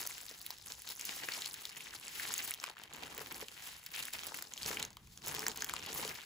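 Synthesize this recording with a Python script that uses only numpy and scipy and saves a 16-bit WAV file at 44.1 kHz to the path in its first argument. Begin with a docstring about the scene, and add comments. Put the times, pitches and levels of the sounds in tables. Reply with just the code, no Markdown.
"""Dense bright crackle and short snaps stand out throughout: gloved hands turn and squeeze a parcel in plastic film.
Creases buckle as brief noise bursts over the rub of film on film; loud ones snap. Flat panels ring or pop,
the air in the bag booms softly, its contents thump, and hands rumble on the table.
Two close microphones in a quiet room hear each spot on the parcel with its own lag, balance and echoes."""
import sys
import numpy as np
from scipy import signal
from scipy.fft import rfft, irfft
from scipy.io import wavfile
from scipy.ndimage import uniform_filter1d

SR = 44100
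rng = np.random.default_rng(int(sys.argv[2]) if len(sys.argv) > 2 else 0)


def elevation(decibels):
    """Turn decibel levels (scalar or array-like) into linear amplitude ratios."""
    levels = np.asarray(decibels, float)
    return 10 ** (levels / 20)


def generate_wav(signal):
    """Clip the signal to [-1, 1] and save it as 16-bit WAV at the path in sys.argv[1]."""
    frames = np.transpose(np.atleast_2d(signal))
    scaled = np.clip(frames, -1, 1) * 32767
    pcm = np.round(scaled).astype(np.int16)
    wavfile.write(sys.argv[1], SR, pcm)


N = 275625

# effort of the hands, heard as crackle level: (time [s], level [dB])
EFFORT = [(0, -45), (.10, -50.5), (.15, -50.5), (.25, -53), (.40, -55), (.50, -52.5), (.63, -59.5),
          (.70, -48.5), (.78, -59.5), (.90, -48), (.96, -55), (1.08, -44), (1.21, -46), (1.30, -45.5),
          (1.45, -47), (1.50, -51), (1.71, -56), (1.78, -50), (2.02, -54), (2.19, -43.5), (2.50, -46.5),
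          (2.57, -59), (2.66, -54), (2.74, -66.5), (2.82, -62.5), (2.89, -70.5), (2.94, -60), (3.12, -55),
          (3.19, -54), (3.42, -51), (3.47, -57), (3.68, -49), (3.90, -60.5), (3.95, -45), (4.04, -47.5),
          (4.115, -58.5), (4.14, -47.5), (4.23, -53.5), (4.28, -46), (4.31, -52.5), (4.36, -49.5),
          (4.50, -60), (4.70, -43.5), (4.85, -52.5), (4.89, -69), (5.03, -70), (5.12, -62.5),
          (5.225, -61.5), (5.25, -51), (5.50, -48), (5.54, -60.5), (5.61, -51.5), (5.67, -56.5),
          (5.75, -49), (5.87, -54), (5.96, -45.5), (6.09, -47), (6.25, -56.5)]
# lower sounds: (time [s], panel ring re body level [dB], boom re body level [dB], crackle low-end boost [dB])
BODY = [(0, -4.5, -13, -0.5), (.2, -9, -15.5, 1), (1.0, -10, -13, -3.5), (1.3, -7, -13.5, 5.5),
        (1.6, -11.5, -12.5, 6), (2.5, -10, -12, 4), (2.7, 5, -7, 9.5), (3.0, 2.5, 1, 8),
        (3.43, -3.5, -4.5, 1), (3.55, -4, -14.5, 3.5), (3.95, -9, -18.5, 8.5), (4.3, -0.5, -8, -2),
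        (4.65, -8, -8.5, 1), (4.9, 5, 4, 10.5), (5.1, -11, -8, -3), (5.3, -1, -4, -2), (5.5, -1, 1.5, -9),
        (5.75, -5, -6, 4.5), (6.1, -6, -3.5, 4.5), (6.25, -7, -14.5, 5)]
# colour of a buckling crease: (frequency [Hz], gain [dB])
FILM_COLOUR = [(600, -23), (1500, -5.5), (2500, -2), (5000, -0.5), (7000, -3), (10000, -4.5), (13000, -7.5),
               (16000, -3)]
# modes of air and contents in the bag: (frequency [Hz], width [Hz], gain [dB])
BAG_MODES = [(157, 69, -2), (252, 120, 0), (350, 76, -3), (432.6, 14, 4), (507, 34, -6), (784, 290, -2)]
# hands on the table: (time [s], level [dB])
RUMBLE_LEVEL = [(0.0, -72), (.7, -73.5), (1.98, -74), (2.7, -73), (3.38, -65), (3.48, -76), (4.05, -69.5),
                (4.56, -76), (4.63, -61.5), (6.15, -68), (6.25, -80)]
# colour of that rumble: (frequency [Hz], gain [dB])
TABLE_COLOUR = [(30, -6), (50, 8.5), (100, 4.5), (170, 1.5), (320, -9.5), (1000, -51)]
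# loud creases: (time [s], peak before placing [dB], colour [Hz], treble re flat + USUAL_SNAP_TOP_DB [dB])
SNAPS = [(0.003, -36, 5000, 1), (0.014, -26, 6000, -14), (0.065, -26, 5460, -15), (0.0728, -19, 4870, -6),
         (0.128, -40, 7170, -11), (0.181, -27, 6940, -12), (0.212, -31, 7600, -11), (0.264, -33, 7480, -22),
         (0.2952, -33, 7300, -27), (0.312, -34, 4770, -21), (0.415, -25.5, 3820, -17),
         (0.464, -24, 4200, -16), (0.505, -25, 4160, -20), (0.584, -32, 6640, -15), (0.721, -26, 4300, -27),
         (0.82, -31.5, 4380, -16), (0.8744, -31, 4420, -22), (0.8896, -25, 4250, -17),
         (0.902, -27, 5000, -13), (0.9204, -31, 3250, -27), (0.9954, -22.5, 6700, -7),
         (1.011, -27, 6400, -39), (1.052, -21, 5430, -7), (1.1637, -32, 4690, -18),
         (1.3203, -27, 4160, -27), (1.3371, -26.5, 4350, -34), (1.3814, -36, 3000, -17),
         (1.42, -25, 3470, -41), (1.459, -25, 3900, -49), (1.5412, -25, 4800, -20),
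         (1.6535, -24, 3730, -25.5), (1.693, -32, 4670, -19), (1.7722, -26, 7460, -16),
         (2.081, -30.5, 7300, -36), (2.276, -30, 4470, -30), (2.3395, -14.5, 6900, -16),
         (2.379, -19.5, 6900, 2), (2.449, -23, 7750, 1), (2.5091, -16.5, 3240, -12),
         (2.5389, -16.5, 2970, -17), (2.6, -31, 5000, -34), (2.635, -32, 3000, -17),
         (2.640, -24.5, 2580, -37), (2.6627, -35, 2500, -31), (2.698, -36.5, 3820, -32),
         (2.789, -41, 8140, -14), (2.814, -42, 5800, -23), (2.836, -34.5, 2970, -28),
         (2.8565, -52, 2000, -20), (2.961, -35, 6030, -16), (2.9357, -31.5, 7050, 0), (3.148, -30, 6860, 2),
         (3.1793, -25.5, 3400, -14), (3.324, -25.5, 2730, -17), (3.345, -29, 4840, -23),
         (3.484, -32, 2680, -28), (3.863, -28, 4560, -18), (3.95, -21.5, 3100, -14),
         (4.002, -27, 2750, -22), (4.0258, -29, 4150, -19), (4.346, -33, 4180, -27), (4.372, -25, 4080, 12),
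         (4.0535, -20, 2870, -15), (4.135, -24, 3500, -18), (4.268, -22, 3300, -12), (4.424, -22, 3950, 8),
         (4.5367, -27, 6750, -36), (4.577, -29.5, 3550, -29), (4.631, -24.5, 4900, -35),
         (4.6614, -22, 5400, -46), (4.771, -29, 2660, -21), (4.798, -22, 6140, -25),
         (4.827, -21.5, 2700, -32), (4.8504, -29, 6150, -26), (4.9048, -39, 6930, -32),
         (4.93, -45, 4090, -37), (4.969, -35, 3020, -28), (5.0725, -46, 2520, -31), (5.175, -35, 6470, -29),
         (5.243, -36, 6310, -24), (5.262, -26, 6560, -4), (5.273, -26, 6000, -12),
         (5.5736, -23.5, 7200, -18.5), (5.282, -20, 4740, -9), (5.3484, -18, 4700, -9),
         (5.3932, -21.5, 5400, -20), (5.4663, -21, 5000, -36), (5.4823, -16, 7500, -17.5),
         (5.56, -28, 6840, -16), (5.6212, -19.5, 5850, -27.5), (5.6445, -20, 5950, -18.5),
         (5.695, -27, 7700, -11), (5.737, -20.5, 7250, -22), (5.8624, -29.5, 4200, -25),
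         (5.9803, -28, 2630, -26), (6.077, -25.5, 2730, -25), (6.092, -27, 4820, -20)]
# flat panels popping in or out: (time [s], peak before placing [dB], panel pitch [Hz])
POPS = [(0.109, -36, 1690), (1.806, -34, 2350), (1.937, -38, 1550), (3.178, -33.5, 1890),
        (4.083, -32, 1930), (6.031, -35.5, 900), (0.5038, -42.5, 890), (1.287, -23.5, 1980),
        (2.1971, -28, 1620), (2.305, -32.5, 1300), (2.3395, -32.5, 2600), (2.516, -28.5, 2100),
        (2.639, -29, 1110), (2.768, -40, 1150), (3.423, -37, 1720), (4.424, -39, 1510),
        (4.7706, -26.5, 2190), (4.97, -45, 1150), (5.429, -31, 1520), (5.465, -25, 1490),
        (5.4819, -32.5, 870), (5.6223, -28.5, 1510), (5.695, -26.5, 1450), (5.737, -28, 1160)]
# contents bumping inside the bag: (time [s], level [dB], pitch [Hz])
THUMPS = [(0.313, -45.5, 240), (1.236, -47, 222), (1.286, -40, 248), (3.184, -41, 334), (3.21, -44.5, 435),
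          (3.425, -41, 445), (4.006, -43.5, 150), (4.659, -34, 194), (4.706, -33.5, 287), (5.441, -63, 170),
          (5.902, -43.5, 300), (5.994, -40.5, 450), (6.052, -39, 400)]
# film sliding on film, below zero taut and crisp: (start [s], length [s], creases lowered by [dB])
SLIDES = [(0.5, 0.038, 3), (1.06, 0.23, 3.5), (2.5, 0.25, 1.5), (4.87, 0.34, 6), (2.09, 0.15, 8),
          (3.5, 0.31, 3.5), (11, 0.2, 1.5), (5.5, 0.566, -2.5)]
# spots on the parcel: (right channel lag at low frequency [ms], left over right [dB])
SPOTS = [(-.12, 11), (0.01, 8), (.08, -2.5), (.16, 6.5), (.3, -9)]
# spot of the snaps, pops and thumps: (right channel lag at low frequency [ms], left over right [dB])
FRONT_SPOT = (0.12, 2.5)

USUAL_CRACKLE_DB, USUAL_TOP_DB, USUAL_SNAP_TOP_DB = -54, -2, -23.5
CREASES_PER_S, SIZE_SPREAD_DB, RUB_DB = 520, 4.8, -16.8   # median rate at usual effort
LOW_CRACKLE_HZ = 3500
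TOP_WANDERS_DB, TOP_WANDERS_HZ = 2.0, 12
BODY_DB_PER_EFFORT_DB, TOP_DB_PER_EFFORT_DB = 0.82, 0.081
POP_Q, SECOND_MODE_GAIN = 2.6, .6
ALIGNED_HZ = 2970   # lag between microphones is halved here
ROOM_T60_S, ROOM_DB, NEAR_T60_S, NEAR_DB = .2, -17, .025, -15
COPIED_ABOVE_HZ, COPY_LEAD_MS, IN_PHASE_HZ = 7200, .235, 11150
TOP_SHELF_HZ, TOP_SHELF_DB, CUTOFF_HZ = 15600, -19, 16600
SIDES = np.array([[1], [-1]])   # sign of a difference signal in left, right


def rms_one(x):
    """Scale to unit rms."""
    return x / np.sqrt(np.mean(x ** 2) + 1e-20)


def shaped(x, points):
    """Colour by a (frequency [Hz], gain [dB]) curve on a log frequency axis."""
    hz = np.maximum(np.fft.rfftfreq(x.shape[-1], 1 / SR), 1)
    at_hz, db = np.transpose(points)
    gain = elevation(np.interp(np.log(hz), np.log(at_hz), db))
    return irfft(rfft(x) * gain, x.shape[-1])


def drift(rate_hz):
    """Slow random wander of unit rms: noise through two equal low-pass poles."""
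    r = np.exp(-2 * np.pi * rate_hz / SR)
    noise = rng.standard_normal(N + SR)
    return rms_one(signal.lfilter([1], [1, -2 * r, r * r], noise)[SR:])


def resonance(x, hz, width_hz):
    """Two-pole peak of about unit gain."""
    r = np.exp(-np.pi * width_hz / SR)
    zeros = [(1 - r * r) / 2, 0, (r * r - 1) / 2]
    poles = [1, -2 * r * np.cos(2 * np.pi * hz / SR), r * r]
    return signal.lfilter(zeros, poles, x + 1e-18)


def fading(x, t60_s):
    """Each click leaves an exponentially dying envelope."""
    return signal.lfilter([1], [1, -elevation(-60 / (t60_s * SR))], x + 1e-18)


def brightened(x, db):
    """Raise or lower the treble above about 8 kHz."""
    treble = signal.sosfilt(signal.butter(2, 8000, "high", fs=SR, output="sos"), x)
    return x + (elevation(db) - 1) * treble


def in_time(rows):
    """Columns of a curve at every sample."""
    s, *columns = np.transpose(rows)
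    return [np.interp(np.arange(N) / SR, s, column) for column in columns]


def placed(x, lag_ms, pan_db):
    """One spot at two microphones a little apart; the lag between them shrinks in the treble."""
    hz = np.fft.rfftfreq(len(x), 1 / SR)
    lag_s = lag_ms / 1000 / (1 + (hz / ALIGNED_HZ) ** 4)
    late = irfft(rfft(x) * np.exp(-2j * np.pi * hz * lag_s), len(x))
    return np.array([x * elevation(pan_db / 2), late * elevation(-pan_db / 2)])


def room(x, apart_db):
    """Dull quick echoes off hands and table, then a faint wall tail; much alike at both microphones."""
    t = np.arange(SR // 4) / SR
    mid, side = rng.standard_normal((2, 2, 1, len(t)))
    near, far = signal.lfilter([.4], [1, -.6], mid + elevation(apart_db) * side * SIDES)
    near = near * elevation(-60 * t / NEAR_T60_S) * (t > .0006)
    far = far * elevation(-60 * t / ROOM_T60_S) * (t > .006)
    echo = elevation(NEAR_DB) * rms_one(near) + elevation(ROOM_DB) * rms_one(far)
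    return signal.fftconvolve(x[None], echo / np.sqrt(len(t)), axes=1)[:, :N]


def struck(times_s, rise_s, sound):
    """One swelling, dying noise burst per event; sound(k, burst, chance) colours it."""
    size = 1024
    t, out = np.arange(size) / SR, np.zeros(N + size)
    noise = rng.standard_normal((len(times_s), size))
    chances = rng.random((len(times_s), 3))
    for k, (s, white, (length, wait, share)) in enumerate(zip(times_s, noise, chances)):
        age = t / (rise_s * (0.54 + 1.24 * length))
        shape = age ** 0.73 * np.exp(-age)
        # a weaker second slip
        slip = np.roll(shape, round((0.00085 + 0.0063 * wait) * SR))
        shape = shape + 0.41 * share * slip
        at = round(s * SR)
        out[at:at + size] += sound(k, white * shape, length)
    return out[:N]


def creases(crackle_db):
    """Random buckles in clumps, of uneven size; firm handling makes them somewhat denser."""
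    busy = elevation(np.clip(.4 * (crackle_db - USUAL_CRACKLE_DB), -9, 9))
    rate_per_s = CREASES_PER_S * busy * elevation(4.0 * drift(25))
    born = rng.random(N) < rate_per_s / SR
    size_db = SIZE_SPREAD_DB * np.minimum(rng.exponential(1, N), 2.2)
    return born * elevation(size_db) / np.sqrt(busy)


def crackle(clicks, level_db, low_db, bright_db, snap_t60_s, rub_db):
    """Every buckle is about a millisecond of noise in its own treble band, over the rub of film on film."""
    colours_hz = np.geomspace(1800, 13000, 7)
    # neighbouring buckles tend to share a colour
    leaning = np.tanh(.7 * drift(20) + .5 * rng.standard_normal(N))
    colour = ((1 + leaning) / 2 * len(colours_hz)).astype(int)
    spot = rng.integers(0, len(SPOTS), N)
    out = elevation(rub_db + 2.6 * drift(32.0)) * rng.standard_normal((len(SPOTS), N))
    for k in range(len(SPOTS)):
        for j, hz in enumerate(colours_hz):
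            own_clicks = clicks * ((spot == k) & (colour == j))
            swell = fading(fading(own_clicks, snap_t60_s), snap_t60_s)   # rises, then dies
            burst = swell / (snap_t60_s * SR / 20) * rng.standard_normal(N)
            coloured = resonance(resonance(burst, hz, 0.64 * hz), hz, 0.64 * hz)
            out[k] += elevation(-16.5) * burst + coloured
    out = shaped(out, FILM_COLOUR)
    low = signal.sosfilt(signal.butter(2, LOW_CRACKLE_HZ, fs=SR, output="sos"), out)
    out = out + (elevation(low_db) - 1) * low
    # the effort level makes buckles and rub louder too
    return elevation(level_db) * brightened(out, bright_db - USUAL_TOP_DB) / np.sqrt(np.mean(out.sum(0) ** 2))


def panels(clicks, level_db, ring):
    """Some buckles set a flat patch of film ringing briefly at its own pitch."""
    pitches_hz = np.geomspace(650, 2800, 20)
    patch = rng.integers(0, 30, N)   # 20 and above: no ring
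    out = np.zeros((len(SPOTS), N))
    kicks = fading(clicks ** 0.92, 0.0024) * rng.standard_normal(N)   # sizes slightly evened out
    # a kick stays with the patch it began on
    held = np.maximum.accumulate(np.where(clicks > 0, np.arange(N), 0))
    for k, hz in enumerate(pitches_hz):
        out[k % len(SPOTS)] += resonance(kicks * (patch[held] == k), hz, 3.2 * hz / ring)
    return elevation(level_db) * out / np.sqrt(np.mean(out.sum(0) ** 2))


def boom(clicks, level_db, apart_hz):
    """Buckling walls pump the air in the bag; its low modes are alike at both microphones."""
    mid, side = np.sqrt(fading(clicks, 0.027) + 1) * rng.standard_normal((2, N))
    out = np.zeros((2, N))
    for hz, width_hz, db in BAG_MODES:
        drive = mid + hz / apart_hz * side * SIDES
        out += elevation(db) * resonance(drive, hz, width_hz)
    return elevation(level_db) * rms_one(out)


def rumble(side_db):
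    """Deep uneven noise as hands and sleeves move on the table."""
    (level_db,) = in_time(RUMBLE_LEVEL)
    mid, side = rng.standard_normal((2, N))
    deep = rms_one(shaped(mid + elevation(side_db) * side * SIDES, TABLE_COLOUR))
    return elevation(level_db + 2.1 * drift(5.9)) * deep


def snaps(rise_s):
    """A loud crease runs along the film: a noise burst with its own colour."""
    def sound(k, burst, chance):
        _, db, hz, bright_db = SNAPS[k]
        coloured = resonance(resonance(burst, hz, 0.52 * hz), hz, 0.52 * hz)
        burst = shaped(elevation(-2.0) * burst + coloured, FILM_COLOUR)
        burst = brightened(burst, bright_db - USUAL_SNAP_TOP_DB)
        return elevation(db) * burst / abs(burst).max()
    return struck([row[0] for row in SNAPS], rise_s, sound)


def pops(rise_s, q):
    """A panel flips with one kick and a little rustle, and rings briefly in two modes."""
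    def sound(k, burst, chance):
        _, db, hz = POPS[k]
        rustle = .7 * burst / np.sqrt(np.sum(burst ** 2))
        kick = rustle + (np.arange(len(burst)) == round(rise_s * SR))
        second_hz = hz * (1.2 + .3 * chance)
        ring = resonance(kick, hz, hz / q) - SECOND_MODE_GAIN * resonance(kick, second_hz, hz / q)
        ring = resonance(ring, 0.38 * hz, 6.9 * hz)
        return elevation(db) * ring / abs(ring).max()
    return struck([row[0] for row in POPS], rise_s, sound)


def thumps(contact_s, off_db_per_octave):
    """A soft blow rings the modes of the bag, most strongly those near its own pitch."""
    s, db, pitch_hz = np.transpose(THUMPS)
    out = np.zeros(N)
    for hz, width_hz, _ in BAG_MODES:
        ring_hz = width_hz + 30
        blows = np.zeros(N)
        blows[(s * SR).astype(int)] = elevation(db - off_db_per_octave * abs(np.log2(hz / pitch_hz)))
        soft = fading(blows, contact_s) * np.log(1000) / (contact_s * SR)   # unit area
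        ring = resonance(resonance(soft, hz, hz), hz, ring_hz)
        out += ring * SR / (2 * np.pi * ring_hz)
    return out


def sliding():
    """How far the creases drop under the smooth rub [dB], easing in and out."""
    t = np.arange(N) / SR
    steps_db = sum(db * ((t >= s) & (t < s + length)) for s, length, db in SLIDES)
    return uniform_filter1d(steps_db, SR // 50, mode="nearest")


def scene():
    """All the sounds of the parcel; each spot on it has its own path and echoes."""
    (crackle_db,) = in_time(EFFORT)
    panel_db, boom_db, low_db = in_time(BODY)
    extra_db = crackle_db - USUAL_CRACKLE_DB
    body_db = USUAL_CRACKLE_DB + BODY_DB_PER_EFFORT_DB * extra_db
    wander_db = TOP_WANDERS_DB * drift(TOP_WANDERS_HZ)
    bright_db = USUAL_TOP_DB - 0.5 + TOP_DB_PER_EFFORT_DB * extra_db + wander_db
    slide_db = sliding()
    clicks = creases(crackle_db) * elevation(-slide_db)
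    film = crackle(clicks, crackle_db, low_db, bright_db, snap_t60_s=0.00078, rub_db=RUB_DB + 0.44 * slide_db)
    film = film + panels(clicks, body_db + panel_db, ring=4.9)
    loud = snaps(rise_s=0.00042) + pops(rise_s=0.00045, q=POP_Q)
    loud = loud + thumps(contact_s=0.002, off_db_per_octave=10)
    parcel = np.zeros((2, N))
    for x, spot in zip([*film, loud], [*SPOTS, FRONT_SPOT]):
        parcel += placed(x, *spot) + room(x, apart_db=-18.0)
    return parcel + boom(clicks, body_db + boom_db, apart_hz=850) + rumble(side_db=-16)


def band_limit(x):
    """A steep low-pass at the top of the band."""
    return signal.sosfilt(signal.butter(12, 16980, fs=SR, output="sos"), x)


def record(dry):
    """Right treble is mostly a phase-shifted copy of the left; the very top is lowered."""
    hz = np.fft.rfftfreq(N, 1 / SR)
    left, right = rfft(dry)
    copied = .93 / (1 + (COPIED_ABOVE_HZ / np.maximum(hz, 1)) ** 24)   # power weight of the copy
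    shifted = left * np.exp(2j * np.pi * (hz - IN_PHASE_HZ) * COPY_LEAD_MS / 1000)
    right = np.sqrt(1 - copied) * right + np.sqrt(copied) * shifted
    shelf = np.where(hz > TOP_SHELF_HZ, elevation(TOP_SHELF_DB), 1)
    top = shelf / (1 + (hz / CUTOFF_HZ) ** 200)
    mix = irfft(np.array([left, right]) * top, N)
    return band_limit(mix)


dry = scene()
out = record(dry)
generate_wav(out)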